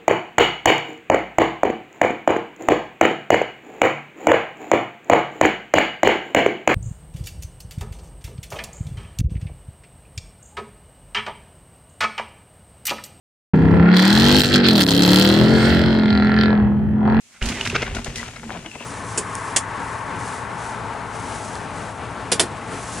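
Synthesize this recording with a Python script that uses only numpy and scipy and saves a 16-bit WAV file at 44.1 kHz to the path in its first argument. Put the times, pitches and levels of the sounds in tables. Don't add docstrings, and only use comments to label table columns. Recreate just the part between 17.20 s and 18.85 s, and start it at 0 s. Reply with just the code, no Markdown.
import sys
import numpy as np
from scipy import signal
from scipy.fft import rfft, irfft
from scipy.io import wavfile
from scipy.ndimage import uniform_filter1d, map_coordinates

SR = 44100
rng = np.random.default_rng(int(sys.argv[2]) if len(sys.argv) > 2 else 0)


def bounce(signal):
    frames = np.transpose(np.atleast_2d(signal))
    limited = np.clip(frames, -1, 1)
    pcm = np.round(limited * 32767).astype(np.int16)
    wavfile.write(sys.argv[1], SR, pcm)


N = 72765

# t/s, left minus right/dB
BIKE_PAN = [(0, -2), (.25, -2), (.45, 0), (.56, .5), (.65, 4.5), (.76, 7.5), (1.0, 7), (1.3, 8.5),
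            (1.65, 8)]
LITTER_PER_S, LITTER_SPREAD_DB = 4500, 2.7


def undb(db):
    return 10 ** (np.asarray(db) / 20)


def unit(x):
    return x / np.sqrt(np.mean(x ** 2))


def times():
    return np.arange(N) / SR


def curve(rows, axis=1):
    rows = np.array(rows)
    return np.interp(times(), rows[:, 0], rows[:, axis])


def colour(x, points):
    size = 8192
    hz, db = np.array(points).T
    bins_hz = np.maximum(np.fft.rfftfreq(size, 1 / SR), 1)
    gain = undb(np.interp(np.log(bins_hz), np.log(hz), db))
    cepstrum = irfft(np.log(gain))
    cepstrum[1:size // 2] *= 2
    cepstrum[size // 2 + 1:] = 0
    response = irfft(np.exp(rfft(cepstrum)))
    return signal.fftconvolve(x, response / np.linalg.norm(response))[:len(x)]


def below(x, hz):
    low_pass = signal.butter(3, min(hz, SR / 3), fs=SR, output="sos")
    return signal.sosfiltfilt(low_pass, x)


def resonance(x, hz, width):
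    b, a = signal.iirpeak(hz, hz / width, fs=SR)
    once = signal.lfilter(b, a, x)
    return unit(signal.lfilter(b, a, once))


def grains(per_s, spread_db):
    size = undb(spread_db * np.minimum(rng.exponential(size=N), 5))
    hits = rng.random(N) < per_s / SR
    return unit(hits * size * rng.choice([-1, 1], N))


def burst(x, env):
    shaped = x * env
    return shaped * np.linalg.norm(env) / (np.linalg.norm(shaped) + 1e-12)


def fade(age, t60):
    return np.exp(-np.log(1000) * age / t60)


def ring(start, hz, t60):
    age = np.maximum(times() - start, 0)
    return np.sin(2 * np.pi * hz * age) * fade(age, t60)


def peak(x, db):
    return x * undb(db) / (np.abs(x).max() + 1e-12)


def bell(middle, half):
    return np.exp(-.5 * ((times() - middle) / half) ** 2)


def walk(per_s):
    return np.interp(times() * per_s, np.arange(1000), rng.standard_normal(1000))


def waver(x, share, per_s):
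    drift = walk(per_s)
    read_at = np.cumsum(1 + share * (drift - drift.mean()))
    return map_coordinates(x, [read_at], mode="mirror")


def wood():
    # f/Hz, level/dB
    air_tone = [(20, -16), (40, -2), (80, -9), (150, 0), (230, 0), (340, -19), (700, -19), (1500, -11),
                (2300, -3), (4800, -9), (6800, -1), (9000, -7), (13000, -21), (15000, -31)]
    # t/s, level/dB
    hiss_level = [(0, -64), (.6, -56), (1.1, -52), (1.45, -53), (1.57, -48.5), (1.65, -50)]
    # f/Hz, level/dB
    hiss_tone = [(1000, -35), (3000, -8), (5000, -5), (7200, 0), (10000, -5), (11500, -17), (15000, -32)]
    air = np.array([colour(rng.standard_normal(N), air_tone) for _ in range(2)])
    hiss = np.array([colour(rng.standard_normal(N), hiss_tone) for _ in range(2)])
    return undb(-54.5) * air + undb(curve(hiss_level)) * hiss


def leaves():
    # t/s, level/dB, decay/s
    spray_table = [(.222, -35, .05), (.256, -27, .018), (.287, -24, .012), (.41, -34, .012),
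                   (.452, -30.5, .025), (.472, -29, .01), (.496, -25.5, .007), (.62, -37, .025),
                   (.749, -35, .035), (.846, -37, .045), (.959, -31.5, .06)]
    # t/s, level/dB
    grit_level = [(0, -64), (.15, -57), (.21, -59), (.23, -41), (.33, -36.5), (.39, -40), (.48, -39),
                  (.53, -45), (.58, -44), (.70, -50), (.8, -48), (1.05, -48), (1.2, -53), (1.32, -49),
                  (1.45, -53), (1.65, -52)]
    # f/Hz, level/dB
    litter_tone = [(400, -30), (2000, -7), (3500, -2), (5000, 0), (7200, 0), (8300, -5), (9800, -8),
                   (11500, -19), (13500, -24), (15000, -40)]
    attack_s = .002
    t = times()
    power = undb(curve(grit_level)) ** 2
    for start, db, decay in spray_table:
        attack = np.clip((t - start) / attack_s, 0, 1)
        power += (undb(db) * attack * np.exp(-np.abs(t - start) / decay)) ** 2
    env = np.sqrt(power)
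    pan = -2 + curve(BIKE_PAN) / 2
    ears = []
    for side in (1, -1):
        litter = colour(grains(LITTER_PER_S, LITTER_SPREAD_DB) * env, litter_tone)
        ears.append(litter * undb(side * pan / 2))
    return np.array(ears)


def twigs():
    # t/s, peak/dB, top of the crack f/Hz
    snap_table = [(.2615, -18, 7000), (.2875, -19, 8000), (.2945, -17, 7000), (.452, -17, 5000),
                  (.459, -16, 6000), (.4732, -15, 6500), (.6205, -18, 6000), (.7492, -17.5, 14000),
                  (.8448, -15, 14000), (.958, -14, 14000), (1.0815, -27, 9000), (1.162, -30, 6000),
                  (1.322, -27, 5000), (1.3735, -29, 5000)]
    # f/Hz, level/dB
    snap_tone = [(300, -35), (1800, -12), (2600, 0), (3700, -1), (5200, -7), (9500, -7), (12000, -21),
                 (15000, -42)]
    decay_s = .002
    t, fibres = times(), grains(LITTER_PER_S, LITTER_SPREAD_DB)
    out = np.zeros(N)
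    for start, db, top_hz in snap_table:
        cracking = fibres * (t > start) * np.exp(-np.abs(t - start) / decay_s)
        out += peak(below(colour(cracking, snap_tone), top_hz), db)
    return out


def zings():
    # middle t/s, half length/s, f/Hz at the middle, glide/(Hz per s), level/dB
    zing_table = [(.368, .018, 1980, -7000, -35), (.43, .018, 2900, -3000, -41),
                  (.603, .016, 2570, -7000, -35), (.645, .022, 2120, -4000, -38), (.99, .02, 1990, 0, -37),
                  (1.485, .02, 2900, -3000, -48), (1.56, .025, 2650, 0, -45),
                  (1.615, .018, 2720, -3000, -44)]
    rub_per_s = 180
    t = times()
    rub = walk(rub_per_s) + 1j * walk(rub_per_s)
    out = np.zeros(N)
    for middle, half, hz, glide, db in zing_table:
        phase = 2 * np.pi * np.cumsum(hz + glide * (t - middle)) / SR
        tone = np.real(rub * np.exp(1j * phase))
        out += undb(db) * burst(tone, bell(middle, half))
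    return out


def clinks():
    # t/s, peak/dB, f/Hz, time to fall 60 dB/s
    clink_table = [(.2260, -13, 2950, .007), (.4105, -10, 2930, .011), (.4995, -14, 2780, .013),
                   (1.4612, -24, 2900, .012), (1.5138, -27.5, 2680, .025), (1.552, -30, 2650, .015),
                   (1.6025, -29, 2750, .014), (1.624, -29, 2620, .014)]
    # pitch ratio to the clink, level/dB
    metal_modes = [(.55, -13), (.8, -14), (.94, -7), (1, 0), (1.09, -10), (2.05, -16)]
    contact_s, scrape_db = .0015, -9
    out, t = np.zeros(N), times()
    chances = rng.standard_normal((len(clink_table), len(metal_modes)))
    for (start, db, hz, t60), chance in zip(clink_table, chances):
        metal = np.zeros(N)
        for (ratio, mode_db), c in zip(metal_modes, chance):
            metal += undb(mode_db) * ring(start, hz * ratio * (1 + .015 * c), t60)
        scrape = resonance(rng.standard_normal(N), hz, hz / 2) * fade(np.abs(t - start), t60)
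        contact = np.clip((t - start) / contact_s, 0, 1)
        out += peak((metal + undb(scrape_db) * scrape) * contact, db)
    return out


def knocks():
    # t/s, contact peak/dB, contact f/Hz, frame ring peak/dB
    knock_table = [(.2133, -22, 1900, -28), (.4648, -10, 1500, -22), (.5545, -15, 1100, -11),
                   (.5567, -11, 1400, -14), (.5625, -16, 2200, -11.5), (.5654, -10, 2800, -22),
                   (.6203, -18, 2300, -27), (.6318, -14, 1700, -23), (.6678, -19, 2100, -28),
                   (.768, -22, 1400, -26), (.789, -25, 1100, -30), (.863, -24, 900, -27),
                   (.878, -25, 1300, -29), (1.0303, -17.5, 1100, -21), (1.1975, -27, 1900, -33),
                   (1.2330, -24, 1100, -35), (1.2958, -21, 800, -29), (1.3053, -16, 1300, -26),
                   (1.3122, -21, 550, -30)]
    # f/Hz, level/dB, time to fall 60 dB/s
    frame_modes = [(680, -8, .025), (950, -6, .025), (1200, -7, .025), (1375, 0, .03), (1600, -5, .025),
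                   (2140, 0, .03), (3100, -8, .02)]
    out, t = np.zeros(N), times()
    chances = rng.standard_normal((len(knock_table), len(frame_modes)))
    for (start, db, hz, ring_db), chance in zip(knock_table, chances):
        squeeze = (np.pi * hz * (t - start)) ** 2
        contact = (2 * squeeze - 1) * np.exp(-squeeze)
        frame = np.zeros(N)
        for (mode_hz, mode_db, t60), c in zip(frame_modes, chance):
            closeness = (mode_hz / hz) ** 2 * np.exp(-(mode_hz / hz) ** 2)
            frame += undb(mode_db) * closeness * ring(start, mode_hz * (1 + .015 * c), t60)
        out += peak(contact, db) + peak(frame, ring_db)
    return out


def rattles():
    # middle t/s, half length/s, level/dB, treble against body/dB
    rattle_table = [(.155, .028, -50.5, 22), (.220, .005, -26, 6), (.318, .008, -34, 8),
                    (.4545, .003, -27, 10), (.461, .003, -28, 10), (.475, .004, -25.5, 10),
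                    (.5585, .009, -14.5, 7), (.627, .0075, -19, 1.5), (.667, .004, -29, 3),
                    (.680, .004, -28, -4), (.714, .005, -33, -3), (.755, .006, -31, -2),
                    (.769, .005, -26, 2), (.791, .005, -30, -4), (.870, .009, -27, -1),
                    (1.085, .005, -35, 2), (1.166, .005, -34, 8), (1.238, .005, -36, -4),
                    (1.315, .008, -33.5, -7), (1.338, .007, -40, -14), (1.362, .013, -32.5, -11),
                    (1.460, .012, -33.5, -7), (1.560, .008, -33.5, -6), (1.612, .007, -32.5, -5)]
    # f/Hz, level/dB
    body_tone = [(80, -22), (170, -3), (300, -1), (480, 0), (680, 1), (900, -1.5), (1350, -2), (2000, -13),
                 (4000, -31), (15000, -76)]
    # f/Hz, level/dB
    treble_tone = [(200, -30), (900, -12), (1380, 4), (1780, -3), (2150, 2.5), (2450, -7), (3000, -7),
                   (4100, -17), (7000, -21), (8500, -35), (15000, -70)]
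    clicks = grains(per_s=4500, spread_db=1.8)
    body, treble = np.zeros(N), np.zeros(N)
    for middle, half, db, treble_db in rattle_table:
        env = 1 / (1 + ((times() - middle) / half) ** 4)
        swarm = undb(db) * burst(clicks, env) / np.hypot(1, undb(treble_db))
        body += swarm
        treble += undb(treble_db) * swarm
    return colour(body, body_tone) + colour(treble, treble_tone)


def drones():
    # middle t/s, half length/s, f/Hz at the middle, glide/(Hz per s), level/dB
    drone_table = [(.262, .02, 232, 0, -31.5), (.41, .025, 400, -150, -41), (.485, .02, 97, -200, -34),
                   (.51, .035, 236, -100, -35), (.59, .025, 400, -200, -34), (.605, .035, 129, -120, -34),
                   (.74, .05, 400, 0, -43), (.79, .025, 228, 200, -34), (.97, .035, 110, -350, -41),
                   (1.01, .03, 232, 0, -39), (1.275, .025, 228, -100, -35), (1.375, .02, 172, -300, -42),
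                   (1.475, .018, 332, 0, -43)]
    out, t = np.zeros(N), times()
    flex = 1 + .025 * walk(per_s=40)
    for middle, half, hz, glide, db in drone_table:
        phase = 2 * np.pi * np.cumsum((hz + glide * (t - middle)) * flex) / SR
        out += undb(db) * np.sqrt(2) * np.sin(phase) * bell(middle, half)
    return out


def even(x):
    return x / np.sqrt(uniform_filter1d(x ** 2, SR // 12) + 1e-12)


def rolling():
    # t/s, ground rumble/dB, tyre ring/dB, crunch/dB
    roll_level = [(0, -76, -69, -68), (.15, -72, -65, -60), (.208, -60, -60, -58), (.222, -32, -33, -34),
                  (.30, -34, -31.5, -31.5), (.34, -40, -34, -33), (.44, -40, -37, -33),
                  (.53, -35, -37, -35), (.58, -37, -35, -32.5), (.612, -37, -38, -37),
                  (.66, -37, -40, -35.5), (.70, -30, -43, -40.5), (.79, -29, -36, -38.5),
                  (.835, -46, -41, -44), (.89, -34, -36, -41), (.94, -43, -41, -44), (1.01, -40, -41, -38),
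                  (1.14, -45, -46, -46), (1.21, -46, -44, -48), (1.27, -45, -40, -48),
                  (1.33, -47, -39, -41), (1.40, -46, -40, -44.5), (1.52, -55, -49, -48),
                  (1.65, -61, -44, -43.5)]
    # f/Hz, level/dB
    rumble_tone = [(12, -40), (22, -16), (32, -3), (46, 0), (70, -5), (125, -6), (170, -15), (300, -25),
                   (800, -50), (3000, -80)]
    # f/Hz, width/Hz, level/dB
    tyre_modes = [(100, 45, -8), (130, 45, -5), (175, 70, -7), (233, 26, -1), (290, 120, -8),
                  (402, 34, -11), (490, 160, -9)]
    # f/Hz, level/dB
    crunch_tone = [(60, -22), (200, -5), (450, -2), (680, 1), (900, 1), (1150, -2), (1450, -.5), (2100, .5),
                   (2900, 0), (3900, -7.5), (5200, -15), (7300, -17), (10000, -26), (15000, -54)]
    drift, swell_db, flex_per_s = .035, 3, 16
    flutter_db, flutter_per_s = 2.0, 65

    rumble = even(colour(rng.standard_normal(N), rumble_tone))
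    push = rng.standard_normal(N)
    tyre = np.zeros(N)
    for hz, width, db in tyre_modes:
        swell = undb(db + swell_db * walk(flex_per_s))
        tyre += swell * waver(resonance(push, hz, width), drift, flex_per_s)
    tyre = below(even(tyre), hz=700)
    flutter = undb(flutter_db * walk(flutter_per_s))
    crunch = colour(grains(per_s=4000, spread_db=3.2) * flutter, crunch_tone)
    return (rumble * undb(curve(roll_level, axis=1))
            + tyre * undb(curve(roll_level, axis=2))
            + crunch * undb(curve(roll_level, axis=3)))


def thumps():
    # t/s, f/Hz, level/dB, time to fall 60 dB/s
    thump_table = [(.2195, 46, -13.5, .2), (.263, 50, -22, .1), (.280, 54, -21, .1), (.302, 232, -21, .11),
                   (.530, 390, -20, .06), (.556, 465, -23, .06), (.884, 52, -25, .1),
                   (1.557, 260, -28, .04)]
    return sum(undb(db) * ring(start, hz, t60) for start, hz, db, t60 in thump_table)


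def echoes(x, t60, start):
    t = times()
    tail = rng.standard_normal((2, N)) * (t >= start) * fade(t, t60)
    tail /= np.linalg.norm(tail, axis=1, keepdims=True)
    return signal.fftconvolve(x[None], tail, axes=1)[:, :N]


def place(bike):
    bass_edge_hz, treble_edge_hz = 480, 4300
    bass_pan_db, treble_pan_db = -.8, -1.5
    lag_s_per_db = 6e-6
    scatter_db, scatter_s = -3, .006
    trees_db, bass_echo_db, trees_t60_s = -15, -20, .35
    t, pan, sides = times(), curve(BIKE_PAN), np.array([[1], [-1]])

    bass = below(bike, bass_edge_hz)
    upper = bike - bass
    ears = []
    for side in (1, -1):
        read_at = (t + side * pan * lag_s_per_db / 2) * SR
        ears.append(map_coordinates(upper, [read_at], mode="nearest"))
    ears = np.array(ears)
    middle = below(ears, treble_edge_hz)
    scatter = echoes(bike - below(bike, treble_edge_hz), scatter_s, start=0)
    treble = (ears - middle + undb(scatter_db) * scatter) / np.hypot(1, undb(scatter_db))

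    direct = (bass * undb(sides * bass_pan_db / 2)
              + middle * undb(sides * pan / 2)
              + treble * undb(sides * treble_pan_db / 2))
    slope = undb(bass_echo_db) * echoes(bass, trees_t60_s, start=.012)
    trees = undb(trees_db) * echoes(upper, trees_t60_s, start=.012)
    return direct + slope + trees


def scene():
    wheels = thumps() + drones() + rolling()
    metal = rattles() + knocks() + clinks() + zings()
    return place(wheels + metal + twigs()) + leaves() + wood()


def record(dry):
    low_pass = signal.ellip(8, .2, 70, 15500, fs=SR, output="sos")
    return signal.sosfilt(low_pass, dry)


dry = scene()
out = record(dry)
bounce(out)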